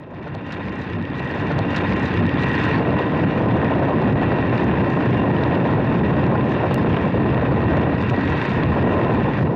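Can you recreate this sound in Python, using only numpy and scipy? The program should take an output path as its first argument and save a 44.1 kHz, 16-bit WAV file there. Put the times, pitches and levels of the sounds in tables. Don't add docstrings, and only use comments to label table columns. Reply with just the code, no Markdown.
import sys
import numpy as np
from scipy import signal
from scipy.fft import rfft, irfft, next_fast_len
from scipy.io import wavfile
from scipy.ndimage import uniform_filter1d, minimum_filter1d, map_coordinates

SR = 44100
rng = np.random.default_rng(int(sys.argv[2]) if len(sys.argv) > 2 else 0)


def how_loud(loudness_db):
    steps = np.asarray(loudness_db, float) / 20
    return 10 ** steps


def wrap_up_sound(samples):
    columns = np.atleast_2d(samples).T
    tamed = np.clip(columns, -1, 1)
    steps = np.round(tamed * 32767).astype(np.int16)
    wavfile.write(sys.argv[1], SR, steps)


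N = 421272

# t/s, height/dB (from that far below to that far above), settling time constant/s
PORT_SLAPS = [(1.339, 4, .012), (1.59, 0.5, 0.025), (2.21, 5, 0.015), (3.06, 5, .012), (3.458, 6.5, .012),
              (3.703, 5.5, .012), (3.812, 6, .012), (3.933, 4.5, .012), (4.386, 7.5, 0.011),
              (4.526, 6, 0.011), (4.962, 8, .012), (6.078, 8, 0.011), (6.71, 7.5, 0.011), (6.775, 6, 0.011),
              (6.845, 12, .012), (6.967, 11, 0.0098), (7.141, 8, 0.011), (7.253, 9.5, 0.011),
              (8.11, 10, .02), (8.175, 8, 0.013), (8.759, 9, .012), (8.92, 6.5, 0.011), (9.094, 8.5, 0.01)]


def unit(x):
    return x / np.sqrt(np.mean(x ** 2) + 1e-20)


def along(points, hz):
    f, v = np.transpose(points)
    return np.interp(np.log(hz + 1), np.log(f + 1), v)


def curves(rows):
    s, *cols = np.transpose(rows)
    return [np.interp(np.arange(N) / SR, s, c) for c in cols]


def wobble(rate):
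    knots = rng.standard_normal(int(N * rate / SR) + 4)
    return map_coordinates(knots, [np.arange(N) * rate / SR])


def filtered(x, response):
    m = next_fast_len(N + SR // 2)
    return irfft(rfft(x, m) * response(np.fft.rfftfreq(m, 1 / SR)), m)[..., :N]


def above(x, edge_hz):
    return filtered(x, lambda hz: hz > edge_hz)


def add(track, s, sound):
    k = round(s * SR)
    track[k:k + len(sound)] += sound[:N - k]


def bumps(rows):
    track = np.zeros(N)
    for s, height, half_s in rows:
        t = np.arange(-3 * half_s * SR, 3 * half_s * SR) / SR
        add(track, s - 3 * half_s, height * np.exp(-(t / half_s) ** 2))
    return track


def wind():
    # t/s, strength/dB re full speed,
    # sweep/dB (how far the flow skims across the port instead of hitting it)
    flow = [(1.1, -6, 6), (1.28, 0.5, -1), (1.32, -1.5, -3), (1.35, -4, 1), (1.39, 1.5, 4), (1.57, -1, 2),
            (1.67, -5, 5), (1.76, -3, 10), (1.85, -2, 6), (1.94, -3.5, 6.5), (2.15, -2.5, 6), (2.27, -2, 3),
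            (2.42, -4, 8.5), (2.76, -1, 7), (2.83, -1, 0), (3.0, -1.5, 3), (3.1, -0.5, 0.5), (3.6, 0, -1),
            (4.5, 0, 1.5), (5.3, -0.5, 0), (6.3, 0.5, -0.5), (7.1, -1, 0.5), (7.8, 0.5, -0.5),
            (7.95, -2.5, 1), (8.02, -4.5, 3.5), (8.09, -4, 7.5), (8.18, -1.5, 2), (8.3, -2.5, 5.5),
            (8.42, -3.5, 7.5), (8.54, -1.5, 4), (8.62, -2.5, 2.5), (8.7, 1, -0.5), (8.82, 0, -0.5),
            (9.1, 0.5, -1.5), (9.4, -3, 2.5), (9.47, -0.5, -6), (9.55, -5.5, -6)]
    # t/s, buffet level/dB, roar level/dB
    swells = [(1.37, 1, 6), (1.445, 5, 13), (1.5, -3, -3), (1.6, 6, 5.5), (1.645, 0, 3.5), (1.7, 0, -5),
              (1.83, 4.5, 7), (1.87, -9, -9), (1.95, 3, 4.5), (2.17, 4, -6), (2.215, 8, 8), (2.255, 4, -10),
              (2.31, -9, -4), (2.77, 1.5, 4), (2.89, 5.5, 4), (2.92, -2, -1.5), (2.95, 8, 2), (3.01, -8, 6),
              (3.06, -3, 6), (3.11, 0, -6), (3.92, -6, 6), (4.15, 7, 6), (6.02, 5, 2), (6.65, -7, 7.5),
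              (6.7, -2, -4), (6.98, -5, -1.5), (7.12, -6, -11), (7.155, 3, -7), (8.125, 8, 8),
              (8.165, -2, -8), (8.22, -6, -11), (8.78, -1, 2), (9.28, -2, 6), (9.441, 6.5, -4)]
    # t/s, peak gain/dB of mist with rms 1 above 5.3 kHz, half length to 1/e in s
    splashes = [(1.39, -73, .012), (1.43, -74, .015), (1.47, -72.5, 0.013), (1.52, -68, .015),
                (1.588, -60, 0.0087), (1.748, -62, 0.057), (1.914, -62, .025), (2.058, -58, 0.03),
                (2.162, -67, .03), (2.43, -65, 0.032), (2.558, -63, .012), (2.64, -62.5, 0.04),
                (3, -74, 0.02), (3.762, -83, 0.021), (4.225, -64, 0.011), (4.963, -72, 0.076),
                (5.663, -73, 0.052), (5.96, -71, 0.034), (6.79, -72, 0.01), (7.77, -72, 0.011),
                (8.02, -66, 0.013), (8.1, -57, .01), (8.308, -70, .05), (8.427, -72, 0.036),
                (8.527, -65, 0.04), (8.6, -71, .04), (9.415, -64, 0.015)]
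    swell_s = 0.016
    strength_db, sweep_db = curves(flow)
    buffet_swell_db = bumps([(s, buffet_db, swell_s) for s, buffet_db, _ in swells])
    roar_swell_db = bumps([(s, db, swell_s) for s, _, db in swells])
    splash = bumps([(s, how_loud(db), half_s) for s, db, half_s in splashes])
    flutter, chop = wobble(13), wobble(24)
    quick, spiky, slap_db = wobble(60), wobble(300), slaps()
    roar_db = -23.5 + 0.99 * strength_db - 0.5 * np.maximum(sweep_db, 0) + roar_swell_db
    roar_db = roar_db + 0.5 * wobble(12) + 0.9 * chop + 0.6 * wobble(4)
    air = buffeting(strength_db + buffet_swell_db, chop, slap_db)
    air = air + how_loud(roar_db) * roar(quick, spiky, slap_db) + pushes(roar_db)
    air = air + rush(strength_db, sweep_db, flutter, quick, spiky, slap_db)
    air = air + fizz(strength_db, sweep_db, flutter, splash, quick, spiky, slap_db)
    return air + flung_spray(strength_db, sweep_db, flutter, splash, quick)


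def buffeting(gain_db, chop, slap_db):
    # f/Hz, relative spectral level/dB
    buffet_spectrum = [(12, -47.5), (20, -13), (43, -20.5), (80, -1.5), (130, 2.5), (220, -1), (500, -16),
                       (650, -30.5), (1100, -120)]
    # t/s, level/dB
    deep_gain = [(1.1, 1.5), (2.2, 0.5), (2.8, -1.5), (4.7, -1), (6.1, -1.5), (6.7, 1), (7.5, 0.5),
                 (8.3, 4), (9.55, -1.5)]
    level_db = -19 + gain_db + 0.69 * wobble(6) + 0.58 * chop
    noise = turbulence(buffet_spectrum, 1.0 * wobble(12) + 0.14 * slap_db, patchy_db=-0.85)
    deep = noise - above(noise, 100)
    return how_loud(level_db) * (noise + (how_loud(curves(deep_gain)[0]) - 1) * deep)


def roar(quick, spiky, slap_db):
    # f/Hz, relative spectral level/dB
    roar_spectrum = [(200, -23.5), (330, 2.5), (600, -1), (1000, -8.5), (1600, -19), (2500, -60.5)]
    lumps_db = 0.62 * quick + 1.5 * spiky + 2.0 * wobble(90) + slap_db
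    return turbulence(roar_spectrum, lumps_db, patchy_db=-0.06)


def rush(strength_db, sweep_db, flutter, quick, spiky, slap_db):
    # f/Hz, relative spectral level/dB
    rush_spectrum = [(500, -30), (800, -3), (1200, -4.5), (2000, -2.5), (3000, -8.5), (4000, -21),
                     (5500, -51)]
    level_db = -32.5 + strength_db + sweep_db + 0.8 * flutter
    lumps_db = 0.31 * quick + 1.3 * spiky + 2.1 * wobble(900) + 0.5 * slap_db
    noise = turbulence(rush_spectrum, lumps_db, patchy_db=0.5)
    return how_loud(level_db) * (noise + how_loud(0.27 * sweep_db) * whistle())


def fizz(strength_db, sweep_db, flutter, splash, quick, spiky, slap_db):
    # f/Hz, relative spectral level/dB
    fizz_spectrum = [(2800, -17), (3900, -1), (5000, -8.5), (7000, -27.5), (10000, -44), (15500, -66.5)]
    level_db = -58.5 + 0.81 * strength_db + sweep_db + 0.52 * flutter + 0.68 * wobble(14)
    lumps_db = 0.84 * quick + 1.8 * spiky + 3.3 * wobble(900) + 0.4 * slap_db
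    noise = turbulence(fizz_spectrum, lumps_db, patchy_db=-2.3)
    return (how_loud(level_db) + how_loud(1.5) * splash) * noise


def turbulence(spectrum, lumps_db, patchy_db):
    z = signal.stft(how_loud(lumps_db) * rng.standard_normal(N), nperseg=512)[2]
    field = uniform_filter1d(rng.standard_normal(z.shape), size=6, axis=0)
    field = uniform_filter1d(field, size=10, axis=1)
    patchy = signal.istft(z * how_loud(patchy_db * unit(field)), nperseg=512)[1][:N]
    points = spectrum + [(20000, -120)]
    return unit(filtered(patchy, lambda hz: how_loud(along(points, hz)) * cavity(hz)))


def cavity(hz):
    # peak f/Hz, peak width/Hz, dip f/Hz, dip width/Hz
    modes = [(1052.4, 74, 1091.4, 119), (1927, 150, 2025, 130), (2763, 324, 2893, 290),
             (3683, 150, 3700, 225)]

    def quadratic(centre, width):
        return centre ** 2 - hz ** 2 + 1j * hz * np.abs(width)

    pairs = [quadratic(dip, dip_w) / quadratic(peak, peak_w) for peak, peak_w, dip, dip_w in modes]
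    return np.prod(pairs, axis=0)


def slaps():
    track, t = np.zeros(N), np.arange(-4000, 8000) / SR
    lull_s = 0.012
    for s, db, settle in PORT_SLAPS:
        shape = np.where(t < 0, -np.exp(-np.abs(t) / lull_s), np.exp(-np.abs(t) / settle))
        add(track, s + t[0], db * shape)
    return track


def pushes(roar_db):
    track, u = np.zeros(N), np.arange(1024) / SR / 0.00032
    for s, db, _ in PORT_SLAPS:
        size = how_loud(roar_db[round(s * SR)] + db + 4)
        add(track, s, size * u ** 2 * (3 - u) * np.exp(-u))
    return filtered(track, cavity)


def whistle():
    # f/Hz, half width at half amplitude/Hz, level/dB re the rush
    whistle_modes = [(1885, 38, -12.5), (2740, 36, -19), (3623, 32, -28)]

    def breath(width):
        return filtered(rng.standard_normal(N), lambda hz: 1 / (1 + (hz / width) ** 2))

    total = np.zeros(N)
    for hz, width, db in whistle_modes:
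        phase = 2 * np.pi * np.cumsum(hz + 21.99 * wobble(7)) / SR
        band = unit(breath(width) * np.cos(phase) + breath(width) * np.sin(phase))
        total += how_loud(db + 2.0 * wobble(13) + 1.5 * wobble(45)) * band
    return total


def flung_spray(strength_db, sweep_db, flutter, splash, quick):
    level_db = -78.5 + 1.3 * strength_db + 0.8 * sweep_db + 1.5 * flutter + 3 * wobble(8.4)
    mist = spray(1.8 * quick + 1.2 * wobble(30), count=500, spread_db=4.0, life_s=0.00038)
    drops = spray(2.2 * wobble(20), count=130, spread_db=6.0, life_s=0.0006)
    return (how_loud(level_db) + splash) * mist + how_loud(level_db + 3) * drops


def spray(clumps_db, count, spread_db, life_s):
    # f/Hz, relative spectral level/dB
    droplet_spectrum = [(1200, -40), (3000, 5), (4200, -2.5), (6000, -8), (8000, -19.5), (11000, -30),
                        (15500, -46), (20000, -87)]
    hit = rng.random(N) < count / SR
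    size = how_loud(spread_db * rng.exponential(size=N).clip(0, 3.2) + clumps_db)
    envelope = np.convolve(hit * size, np.exp(-np.arange(128) / SR / life_s))[:N]
    spits = envelope * rng.standard_normal(N)
    patter = filtered(spits, lambda hz: how_loud(along(droplet_spectrum, hz)) * cavity(hz))
    return patter / above(patter, 5300).std()


def ticks(rows, colour, low_hz, high_hz, fall_s):
    track, t = np.zeros(N), np.arange(512) / SR
    hz = np.fft.rfftfreq(512, 1 / SR)
    for s, db in rows:
        burst = rng.standard_normal(512) * how_loud(-60 * np.abs(t - .002) / fall_s) * (t > .0017)
        splat = rfft(burst) * how_loud(along(colour, hz))
        peak = np.abs(irfft(splat * (hz > low_hz) * (hz < high_hz))).max()
        add(track, s - .002, how_loud(db) * irfft(splat) / peak)
    return track


def big_drops():
    # t/s, peak level/dB between 5 and 22 kHz
    drop_hits = [(1.258, -52.5), (1.27, -50), (1.39, -51), (1.428, -50), (1.47, -52), (1.509, -55.5),
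                 (1.519, -53), (1.5908, -34.5), (1.763, -31), (1.7688, -36), (1.7815, -43), (1.8928, -45.5),
                 (1.9342, -43), (2.03, -46), (2.14, -46), (2.1715, -48), (2.266, -47), (2.2942, -47),
                 (2.3411, -48), (2.394, -46), (2.4347, -44), (2.5985, -47), (2.6399, -41), (2.99, -47),
                 (4.127, -50), (4.2173, -54), (4.4726, -53), (4.578, -50), (5.4375, -44), (6.266, -49),
                 (6.713, -52), (6.781, -48), (6.9694, -56), (7.346, -57), (7.7707, -49), (8.015, -53),
                 (8.025, -54), (8.065, -54), (8.098, -49), (8.1253, -48), (8.1637, -53), (8.2108, -48),
                 (8.2361, -54), (8.2534, -46), (8.2765, -51), (8.291, -50), (8.3294, -49), (8.3757, -54),
                 (8.4267, -49), (8.4351, -52), (8.4526, -53), (8.4931, -51), (8.5005, -50), (8.556, -54),
                 (8.7215, -58), (8.8267, -55), (8.9514, -58), (9.3356, -53)]
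    # f/Hz, relative spectral level/dB
    drop_spectrum = [(1500, -36), (2600, -8), (3800, 8.5), (5000, -3.5), (7000, -14), (10000, -29.5),
                     (15500, -41), (20000, -85)]
    return ticks(drop_hits, drop_spectrum, 5000, 22000, fall_s=0.0046)


def crackles():
    # t/s, peak level/dB between 2 and 5.6 kHz
    spit_hits = [(1.769, -28), (1.905, -25), (1.924, -20.5), (2.174, -17.5), (2.293, -21), (2.387, -27),
                 (2.434, -27), (2.989, -28), (3.813, -28), (4.385, -29), (4.58, -23), (5.366, -25),
                 (5.4, -33), (5.553, -23), (6.24, -26), (6.38, -29), (6.93, -27.5), (6.945, -25),
                 (6.966, -23), (6.971, -19), (7.77, -27), (8.098, -22), (8.277, -26), (8.417, -25),
                 (8.635, -24), (9.045, -34), (9.335, -28)]
    # f/Hz, relative spectral level/dB
    spit_spectrum = [(800, -28), (1900, 2), (2800, 3.5), (3700, -7), (4600, -19), (6000, -34.5),
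                     (9000, -56), (20000, -100)]
    return ticks(spit_hits, spit_spectrum, 2000, 5600, fall_s=0.008)


def thumps():
    # t/s, envelope peak/dB, start f/Hz before the waver
    low_thumps = [(1.445, -22, 329), (1.595, -14.5, 419), (1.646, -19.5, 348), (1.83, -17.5, 401),
                  (1.95, -22.5, 447), (2.212, -13, 450), (2.28, -22, 515), (2.8, -13, 493), (3.0, -20, 600),
                  (7.142, -20, 601), (8.115, -15, 558)]
    rise_s, fall_s = 0.0043, 0.012
    track, t = np.zeros(N), np.arange(4096) / SR
    shape = (1 - np.exp(-t / rise_s)) * np.exp(-t / fall_s)
    for s, db, hz in low_thumps:
        rough = uniform_filter1d(rng.standard_normal(4096), size=60)
        sag = 0.493 * (1 - np.exp(-t / fall_s))
        pitch = hz * (1 - sag + 0.32 * unit(rough))
        add(track, s, how_loud(db) * shape / shape.max() * np.sin(2 * np.pi * np.cumsum(pitch) / SR))
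    return track


def engine():
    # t/s, rms level/dB
    drone_level = [(1.1, -28.5), (2, -29), (2.8, -29.5), (3.5, -28.5), (6.5, -30), (9.55, -31.5)]

    def band(hz):
        return 1j * hz * 60 / (285 ** 2 - hz ** 2 + 1j * hz * 60)

    drone = unit(filtered(rng.standard_normal(N), lambda hz: band(hz) ** 2))
    return how_loud(curves(drone_level)[0]) * drone


def scene():
    return (wind() + thumps() + big_drops() + crackles() + engine())[None]


def limited(x, ceiling_db, hold_s, smooth_s):
    need = np.minimum(1, how_loud(ceiling_db) / (np.abs(x) + 1e-9))
    smooth = max(3, int(smooth_s * SR))
    held = minimum_filter1d(need, smooth + max(1, int(hold_s * SR)))
    return x * uniform_filter1d(held, smooth)


def click(x):
    # t/s, step level/dB
    jump = (6.7436, -13)
    after = np.arange(N) / SR - jump[0]
    return x + how_loud(jump[1]) * (after >= 0) * np.exp(-np.abs(after) / .0006)


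def dissolve(x):
    # t/s, linear gain
    early_gain = [(0, 0.12), (.15, 0.16), (.33, 0.28), (.55, 0.35), (.9, .47), (1.1, 0.46), (1.3, 0.5),
                  (1.5, 0.27), (1.7, 0.23), (1.8, 0.016), (9.55, 0)]
    # t/s, linear gain
    main_gain = [(0, 0.015), (1.08, 0.034), (1.24, 0.2), (1.4, 0.44), (1.57, 0.76), (1.8, 0.84),
                 (2.1, 0.99), (9.55, 1)]
    ahead = np.roll(x, -round(1.24 * SR), axis=-1)
    return curves(early_gain)[0] * ahead + curves(main_gain)[0] * x


def roll_off(x):
    return signal.sosfilt(signal.butter(12, 16040, fs=SR, output="sos"), x)


def record(dry):
    x = filtered(how_loud(1.5) * dry, lambda hz: 1j * hz / (40 + 1j * hz))
    x = click(x)
    x = limited(x, ceiling_db=-10.0, hold_s=.003, smooth_s=0.004)
    x = dissolve(x)
    x = x * np.minimum(1, np.arange(N)[::-1] / SR / .002)
    x = filtered(x, lambda hz: np.clip((16040 - hz) / 120, 0, 1))
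    return roll_off(x)


dry = scene()
out = record(dry)
wrap_up_sound(out)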